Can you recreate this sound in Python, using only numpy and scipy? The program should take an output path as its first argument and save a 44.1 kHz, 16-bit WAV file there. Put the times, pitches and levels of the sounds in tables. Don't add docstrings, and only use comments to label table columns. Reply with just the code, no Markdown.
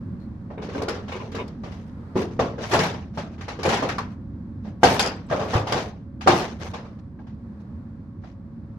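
import sys
import numpy as np
from scipy import signal
from scipy.fft import rfft, irfft, next_fast_len
from scipy.io import wavfile
from scipy.ndimage import uniform_filter1d, map_coordinates

SR = 44100
rng = np.random.default_rng(int(sys.argv[2]) if len(sys.argv) > 2 else 0)


def put_to_file(sound):
    columns = np.atleast_2d(sound).T
    safe = np.clip(columns, -1, 1)
    whole_steps = np.round(safe * 32767)
    wavfile.write(sys.argv[1], SR, whole_steps.astype(np.int16))


N = 387198

# start_s, level_db, grit_db (relative to level), pitch_hz
KNOCKS = [(0.503, -27, -29, 654), (0.576, -25, -38, 407), (0.619, -30.5, -9.5, 440),
          (0.688, -29.5, -12, 455), (0.748, -20.5, -28.5, 456), (0.793, -25.5, -31, 464),
          (0.817, -21.5, -18.5, 473), (0.882, -20.5, -8.5, 450), (0.945, -32.5, -8, 500),
          (1.08, -31, -8, 563), (1.119, -31.5, -6, 1010), (1.154, -27.5, -15, 423),
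          (1.219, -26.5, -26, 495), (1.318, -41, -2, 498), (1.347, -24.5, -10, 420), (1.385, -27, -28, 447),
          (1.478, -53, 0, 506), (1.635, -30.5, -12.5, 553), (1.66, -34, -15, 510), (1.717, -54.5, 7.5, 533),
          (2.156, -12.5, -26.5, 413), (2.392, -8.5, -18.5, 526), (2.581, -24, -19, 550),
          (2.714, -24.5, 1, 397), (2.733, -6.5, -12.5, 598), (2.789, -17, -3.5, 427),
          (2.831, -22.5, -1, 704), (2.884, -37, -3.5, 600), (2.939, -36, -7, 600), (3.174, -20, -14, 643),
          (3.379, -38, -12, 401), (3.408, -34, -4.5, 732), (3.481, -22.5, -9.5, 614),
          (3.589, -26, -12.5, 406), (3.63, -22.5, -5, 705), (3.651, -8.5, -15, 484),
          (3.689, -19.5, -3, 420), (3.728, -19.5, -2, 816), (3.768, -22.5, -6.5, 665),
          (3.823, -12, -17, 564), (3.89, -15.5, -11.5, 1246), (3.982, -18, -15.5, 1045),
          (4.649, -32.5, -19.5, 560), (4.832, 1.5, -14.5, 703), (4.995, -19.5, 0.5, 778),
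          (5.059, -18.5, -10.5, 514), (5.299, -26, -10.5, 1190), (5.312, -12.5, -23.5, 576),
          (5.322, -15.5, -20, 580), (5.395, -20, -13, 620), (5.413, -20, -16.5, 424),
          (5.534, -12, -14, 640), (5.558, -15.5, -17.5, 556), (5.669, -22, -8.5, 788),
          (5.722, -13.5, -12, 614), (5.759, -19, -11.5, 472), (6.209, -33.5, -1, 855),
          (6.263, -15, -20, 403), (6.273, 0, -16, 701), (6.735, -24, -12.5, 560),
          (6.742, -28.5, -12.5, 950), (6.849, -40, -12.5, 546), (7.19, -39, -22.5, 800),
          (7.268, -45.5, -9, 788), (8.236, -38.5, -18, 700)]
# pitch_hz, level_db
SHEET_MODES = [(275, 2.5), (375, -2), (447, 0), (490, -2.5), (585, -6), (650, -7), (720, -12), (778, -2),
               (860, -3), (1030, -4), (1163, -1), (1357, -2.5), (1590, 7.5), (1837, 4.5), (2250, 4.5),
               (2725, 0), (3224, 3)]
# start_s, level_db, pitch_hz
LANDINGS = [(0.759, -28.5, 273.5), (2.157, -18.5, 207.7), (2.39, -24.5, 189), (2.794, -19, 172),
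            (3.179, -28, 168), (4.844, -26, 149), (5.308, -28, 143), (5.553, -15, 108), (5.751, -26, 139),
            (6.28, -14.5, 348)]
# middle_s, level_db, half_length_s, crunch_db (offset on CRUNCH_DB)
SLIDES = [(.22, -64, 0.019, -2), (0.653, -44, 0.025, -10), (0.77, -40.5, 0.035, -2),
          (1.175, -46, 0.078, -4), (1.754, -55, 0.11, 5), (2.205, -32, 0.033, 0), (2.306, -49, 0.055, -7),
          (2.648, -35, 0.038, -4), (2.772, -28.5, 0.075, 6.5), (3.196, -44, 0.043, -1),
          (3.338, -54.5, 0.022, -5), (3.715, -30.5, 0.049, 1), (4.123, -54, 0.018, 2),
          (4.678, -53.5, .03, -3), (4.92, -23.5, 0.06, 5), (5.054, -30, 0.027, 5),
          (5.355, -38, 0.045, -1.5), (5.466, -45, 0.044, 4.5), (5.545, -31, 0.045, 3),
          (5.761, -30, 0.064, -1), (6.362, -24.5, 0.061, 1), (6.47, -38, 0.055, -8), (6.65, -36, 0.04, 2.5),
          (6.997, -59.5, 0.008, 0), (7.61, -58, .009, 2), (8.275, -55, 0.038, -10)]
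# start_s, level_db, t60_s
BUCKLES = [(0.820, -35.5, 0.1), (0.885, -27, 0.079), (1.3167, -47, 0.055), (1.351, -39, .05),
           (1.48, -47.5, .05), (2.737, -22.5, 0.033), (3.633, -26.5, 0.036), (3.8885, -30, 0.043),
           (3.9832, -32.5, .06), (4.994, -14, .07), (5.723, -26, .05)]
# start_s, level_db
BAR_TOUCHES = [(4.84, -30), (4.994, -26), (5.024, -31), (5.06, -33), (5.73, -39)]
# pitch_hz, level_db, t60_s
BAR_MODES = [(2218, -8, .15), (3225, -3, .12), (4849, -1, .22), (4985, -5, .08), (5433, -1, .15),
             (6300, -3, .07), (6595, -4, .07), (7190, -1, .08), (7769, -13, .1), (9265, -10, .08)]
# start_s, level_db, length_s
FRAME_CREAKS = [(0.578, -45, 0.054), (0.75, -40, 0.1), (1.117, -31, 0.055), (1.2, -36.5, 0.028),
                (1.385, -29.5, 0.041)]
SQUEAKS = [(.2, -64, 0.057)]
PINGS = [(5.163, -61, .008), (5.265, -61.5, .01)]
# pitch_hz, width_hz, level_db
FRAME_HOLLOWS = [(464, 73, -0.5), (1020, 110, -0.5), (2210, 110, -6.5), (2530, 170, -10.5),
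                 (2900, 150, -12), (3680, 78, -14)]
SQUEAK_BAND = [(4200, 120, 0)]
PING_BAND = [(7750, 150, 0)]
# time_s, rumble_db, haze_db
VILLAGE_LEVELS = [(0.0, -29.5, -51), (0.64, -32.5, -52), (5.82, -32.5, -53), (8.78, -36, -55)]
# pitch_hz, level_db
HUM_TONES = [(555, -61.5), (1112, -73.5)]

# frequency_hz, relative_density_db
BOOM_SPECTRUM = [(30, -41), (60, -4.5), (110, 6), (250, 3.5), (450, -2.5), (900, -76)]
GRIT_SPECTRUM = [(470, -29), (800, -1), (985, -7.5), (1310, -5.5), (1550, -4), (5950, -17), (8500, -48),
                 (11000, -59.5), (18700, -120)]
SIZZLE_SPECTRUM = [(4240, -26.5), (7200, 9), (8250, -11), (9070, -3.5), (11800, -11), (15700, -33)]
RUB_SPECTRUM = [(210, -32.5), (350, -2), (630, -1), (1170, -7.5), (1660, -9), (6330, -20), (7900, -37),
                (11600, -51), (15700, -69.5)]
CRUNCH_SPECTRUM = [(3000, -41), (6000, -7), (8000, -2), (12000, -7), (14500, -15.5), (16500, -59.5)]
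SNAP_SPECTRUM = [(700, -22), (1500, -1), (5000, 6), (7500, -11), (9000, -15.5), (13000, -22.5),
                 (16000, -44.5)]
RUMBLE_SPECTRUM = [(12, -51), (20, -21), (54, -10.5), (74, -3.5), (96, -0.5), (138, -8), (222, -2),
                   (254, -9), (373, -20), (393, -33.5), (480, -46), (620, -65.5), (1060, -120)]
HAZE_SPECTRUM = [(220, -31), (380, -7.5), (503, -5.5), (544, -10), (777, -13), (1010, -11.5), (1430, -17),
                 (1720, -19), (2920, -35), (4370, -34), (15700, -64.5)]

# frequency_hz, correlation
STEREO_LIKENESS = [(30, 1), (70, 0.98), (250, 0.97), (500, 0.83), (750, 0.63), (1100, 0.24), (2000, 0.051),
                   (8000, 0.0069)]
# frequency_hz, left_minus_right_db
PORT_BALANCE = [(60, -1.2), (500, -1.5), (1200, -1), (2400, 1), (4400, 1), (6500, 4), (8000, 11),
                (14000, 19)]

PANEL_HZ, PANEL_T60_S = 534.5, 0.36
CLANK_HZ, CLANK_SCATTER = 1112, 0.13
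RATTLE_DB, RING_DB, BOOM_DB, SIZZLE_DB = -10, -5, -14, -12
CRUNCH_DB = -32


def boot_knocks():
    t = np.arange(SR // 3) / SR
    ring_t = t[:SR // 6]

    def fade(t60_s, rise_s, tail_db):
        tail = amp(tail_db - 60 * t / 2.3) * (1 - t / t[-1])
        return (1 - np.exp(-t / rise_s)) * (amp(-60 * t / t60_s) + tail)

    crack = 1 + 1.2 * amp(-60 * t / 0.0083)
    fades = np.array([fade(0.69, 0.0044, -25),
                      crack * fade(0.26, 0.00036, -23),
                      crack * fade(0.19, 0.001, -38.5)])
    drive = spread(noise() * amp(0.82 * wobble(220)))
    power, clang = np.zeros((3, N + SR)), np.zeros((2, N + SR))
    for start_s, db, grit_db, pitch in KNOCKS:
        at = round(start_s * SR)
        span = slice(at, at + len(t))
        t60 = PANEL_T60_S * (PANEL_HZ / pitch) ** 0.58
        rise = 0.00096 * 2 ** (-grit_db / 18.5)
        clank_hz = CLANK_HZ * (1 + CLANK_SCATTER * rng.standard_normal())
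        clank_db = 1 + 0.68 * grit_db + 0.2 * db
        response = lambda hz: panel(hz, pitch, clank_hz, clank_db)
        rattle = filtered(drive[:, span] * fade(t60, rise, -19.5), response)
        ring = sheet_ring(ring_t, response) * (1 - np.exp(-ring_t / (0.36 * rise)))
        clang[:, span] += amp(db + RATTLE_DB) * rattle
        clang[:, at:at + len(ring_t)] += amp(db + RING_DB) * ring
        boom_db = BOOM_DB - 6.5 * np.log2(pitch / PANEL_HZ)
        sizzle_db = SIZZLE_DB + 1.55 * grit_db + 0.31 * db
        gains = amp(db + np.array([[boom_db], [grit_db], [sizzle_db]]))
        attack = 1 - np.exp(-t / (2.7 * rise))
        damping = amp(-30 * t * (1 / t60 - 1 / PANEL_T60_S))
        power[:, span] += (gains * fades * attack * damping) ** 2
    boom, grit, sizzle = np.sqrt(power[:, :N])
    sand = lumps(0.47, 300) * shimmer(depth_db=2.5)
    return (clang[:, :N] + coloured(boom * drive, BOOM_SPECTRUM)
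            + coloured(grit * sand, GRIT_SPECTRUM)
            + coloured(sizzle * lumps(1.9, 150) * sand, SIZZLE_SPECTRUM))


def panel(hz, pitch, clank_hz, clank_db):
    highpass = 1j * hz / (1j * hz + 300)
    lowpass = 1 / (1 + 1j * hz / 2400) ** 3
    body = resonance(hz, pitch, .35 * pitch) * highpass * lowpass
    return body - amp(clank_db) * resonance(hz, clank_hz, 0.39 * clank_hz) ** 2


def sheet_ring(t, response):
    hz, db = np.transpose(SHEET_MODES)[..., None]
    detune, side, strength = rng.standard_normal((3, len(SHEET_MODES), 1))
    phase = 2 * np.pi * hz * (1 + 0.011 * detune) * t
    lead = stereo_angle(hz) * side
    t60 = 0.35 * PANEL_T60_S * (500 / hz) ** 0.53
    envelope = np.abs(response(hz)) * amp(db + 3.9 * strength - 60 * t / t60)
    return np.array([(envelope * np.sin(phase + shift)).sum(0) for shift in (lead, -lead)])


def roof_thuds(t60_s=0.3):
    out, t = np.zeros(N + SR), np.arange(SR // 2) / SR
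    attack = 1 - np.exp(-t / 0.00098)
    for start_s, db, pitch in LANDINGS:
        hz = pitch * (np.array([[.86], [1], [1.35]]) + 0.022 * rng.standard_normal((3, 1)))
        flex = (amp([[-6], [0], [-7]]) * np.sin(2 * np.pi * hz * t)).sum(0)
        out[round(start_s * SR):][:len(t)] += amp(db - 60 * t / t60_s) * attack * flex
    return out[:N]


def sole_scrapes():
    t = np.arange(0, N, 32) / SR
    middle_s, db, half_s, crunch_db = np.transpose(SLIDES)[..., None]
    steepness = np.where(t < middle_s, 3.6, 2.1)
    rub_power = amp(2 * db) * np.exp(-np.abs((t - middle_s) / half_s) ** steepness)
    crunch_power = rub_power * amp(2 * (crunch_db + CRUNCH_DB))
    stroke, crush = (per_sample(t, np.sqrt(power.sum(0))) for power in (rub_power, crunch_power))
    clumps = unit(amp(2.2 * wobble(40) + 2.4 * wobble(400)))
    grains = unit(amp(2.5 * wobble(60) + 4.5 * wobble(700)))
    rub = coloured(clumps * shimmer(depth_db=2), RUB_SPECTRUM)
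    crunch = coloured(grains * shimmer(depth_db=2), CRUNCH_SPECTRUM)
    return stroke * rub + crush * crunch


def sheet_snaps():
    bursts, t = np.zeros(N + SR), np.arange(SR // 8) / SR
    onset = (1 + 0.87 * amp(-60 * t / 0.0089)) * (1 - np.exp(-t / 0.001))
    for start_s, db, t60 in BUCKLES:
        bursts[round(start_s * SR):][:len(t)] += amp(db - 60 * t / t60) * onset
    crackle = lumps(3.2, 400) * shimmer(depth_db=3)
    return bursts[:N] * unit(coloured(crackle, SNAP_SPECTRUM))


def steel_chinks():
    out, t = np.zeros((2, N + SR)), np.arange(SR // 4) / SR
    hz, mode_db, t60 = np.transpose(BAR_MODES)[..., None]
    attack = 1 - np.exp(-t / .003)
    for start_s, db in BAR_TOUCHES:
        strength, phase = rng.standard_normal((2, 2, len(BAR_MODES), 1))
        tones = amp(mode_db + 3 * strength - 60 * t / t60) * np.sin(2 * np.pi * hz * t + 2 * phase)
        out[:, round(start_s * SR):][:, :len(t)] += amp(db) * tones.sum(1) * attack
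    chatter = .6 + np.array([wobble(300), wobble(300)])
    return out[:, :N] * chatter


def creaks(events, hollows):
    t = np.arange(N) / SR
    load = sum(amp(db) * (t > start_s) * np.exp(-((t - start_s) / length_s) ** 4)
               for start_s, db, length_s in events)
    body = lambda hz: sum((-1) ** k * amp(db) * resonance(hz, pitch, width)
                          for k, (pitch, width, db) in enumerate(hollows))
    return filtered(load * lumps(2.8, 300) * spread(noise()), body)


def far_village():
    t = np.arange(N) / SR
    times, rumble_db, haze_db = np.transpose(VILLAGE_LEVELS)
    rumble = amp(per_sample(times, rumble_db) + 0.96 * wobble(10))
    rumble = rumble * coloured(spread(noise()), RUMBLE_SPECTRUM)
    haze = amp(per_sample(times, haze_db) + 2.3 * wobble(2.8))
    haze = haze * coloured(spread(noise()), HAZE_SPECTRUM)
    hum = sum(amp(db + 1.5 * wobble(28)) * np.sin(2 * np.pi * hz * t + 0.78 * wobble(5.4))
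              for hz, db in HUM_TONES)
    return (rumble + haze + hum) * np.minimum(t / .01, 1)


def shimmer(depth_db):
    bands = signal.stft(noise(), nperseg=256)[2]
    flare = uniform_filter1d(rng.standard_normal(bands.shape[1:]), size=2, axis=0)
    flare = unit(uniform_filter1d(flare, size=6, axis=1))
    pair = signal.istft(bands * amp(depth_db * flare), nperseg=256)[1]
    return unit(spread(pair[:, :N]))


def spread(pair):
    weights = lambda hz: np.array([np.cos(stereo_angle(hz)), np.sin(stereo_angle(hz))])
    mid, side = filtered(pair, weights)
    return np.array([mid + side, mid - side]) / 2


def stereo_angle(hz):
    return np.arccos(np.clip(along(STEREO_LIKENESS, hz), -1, 1)) / 2


def resonance(hz, centre_hz, width_hz):
    return 1j * hz * width_hz / (centre_hz ** 2 - hz ** 2 + 1j * hz * width_hz)


def filtered(x, response):
    size = next_fast_len(x.shape[-1] + 4096)
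    gain = response(np.fft.rfftfreq(size, 1 / SR))
    return irfft(rfft(x, size) * gain / np.sqrt(np.mean(np.abs(gain) ** 2)), size)[..., :x.shape[-1]]


def coloured(x, spectrum):
    return filtered(x, lambda hz: amp(along(spectrum, hz)))


def noise():
    return rng.standard_normal((2, N))


def wobble(rate):
    return map_coordinates(rng.standard_normal(int(N * rate / SR) + 4), [np.arange(N) * rate / SR])


def lumps(depth_db, rate):
    return unit(amp(depth_db * wobble(rate)))


def along(points, hz):
    point_hz, values = np.transpose(points)
    return np.interp(np.log(hz + 1), np.log(point_hz + 1), values)


def per_sample(times_s, values):
    return np.interp(np.arange(N) / SR, times_s, values)


def amp(db):
    return np.exp(np.asarray(db) * np.log(10) / 20)


def unit(x):
    return x / np.sqrt(np.mean(x ** 2) + 1e-20)


def scene():
    roof = boot_knocks() + roof_thuds() + sole_scrapes() + steel_chinks() + sheet_snaps()
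    roof += creaks(FRAME_CREAKS, FRAME_HOLLOWS) + creaks(SQUEAKS, SQUEAK_BAND) + creaks(PINGS, PING_BAND)
    left_db = 1.7
    return roof * amp([[left_db / 2], [-left_db / 2]]) + far_village()


def record(dry):
    size = next_fast_len(N + 4096)
    hz = np.fft.rfftfreq(size, 1 / SR)
    tilt_db = along(PORT_BALANCE, hz) / 2
    picked_up = irfft(rfft(dry, size) * amp([tilt_db, -tilt_db]), size)[:, :N]
    clipped = picked_up / (1 + np.abs(picked_up) ** 8) ** (1 / 8)
    return irfft(rfft(clipped, size) * (hz < 15700), size)[:, :N]


dry = scene()
out = record(dry)
put_to_file(out)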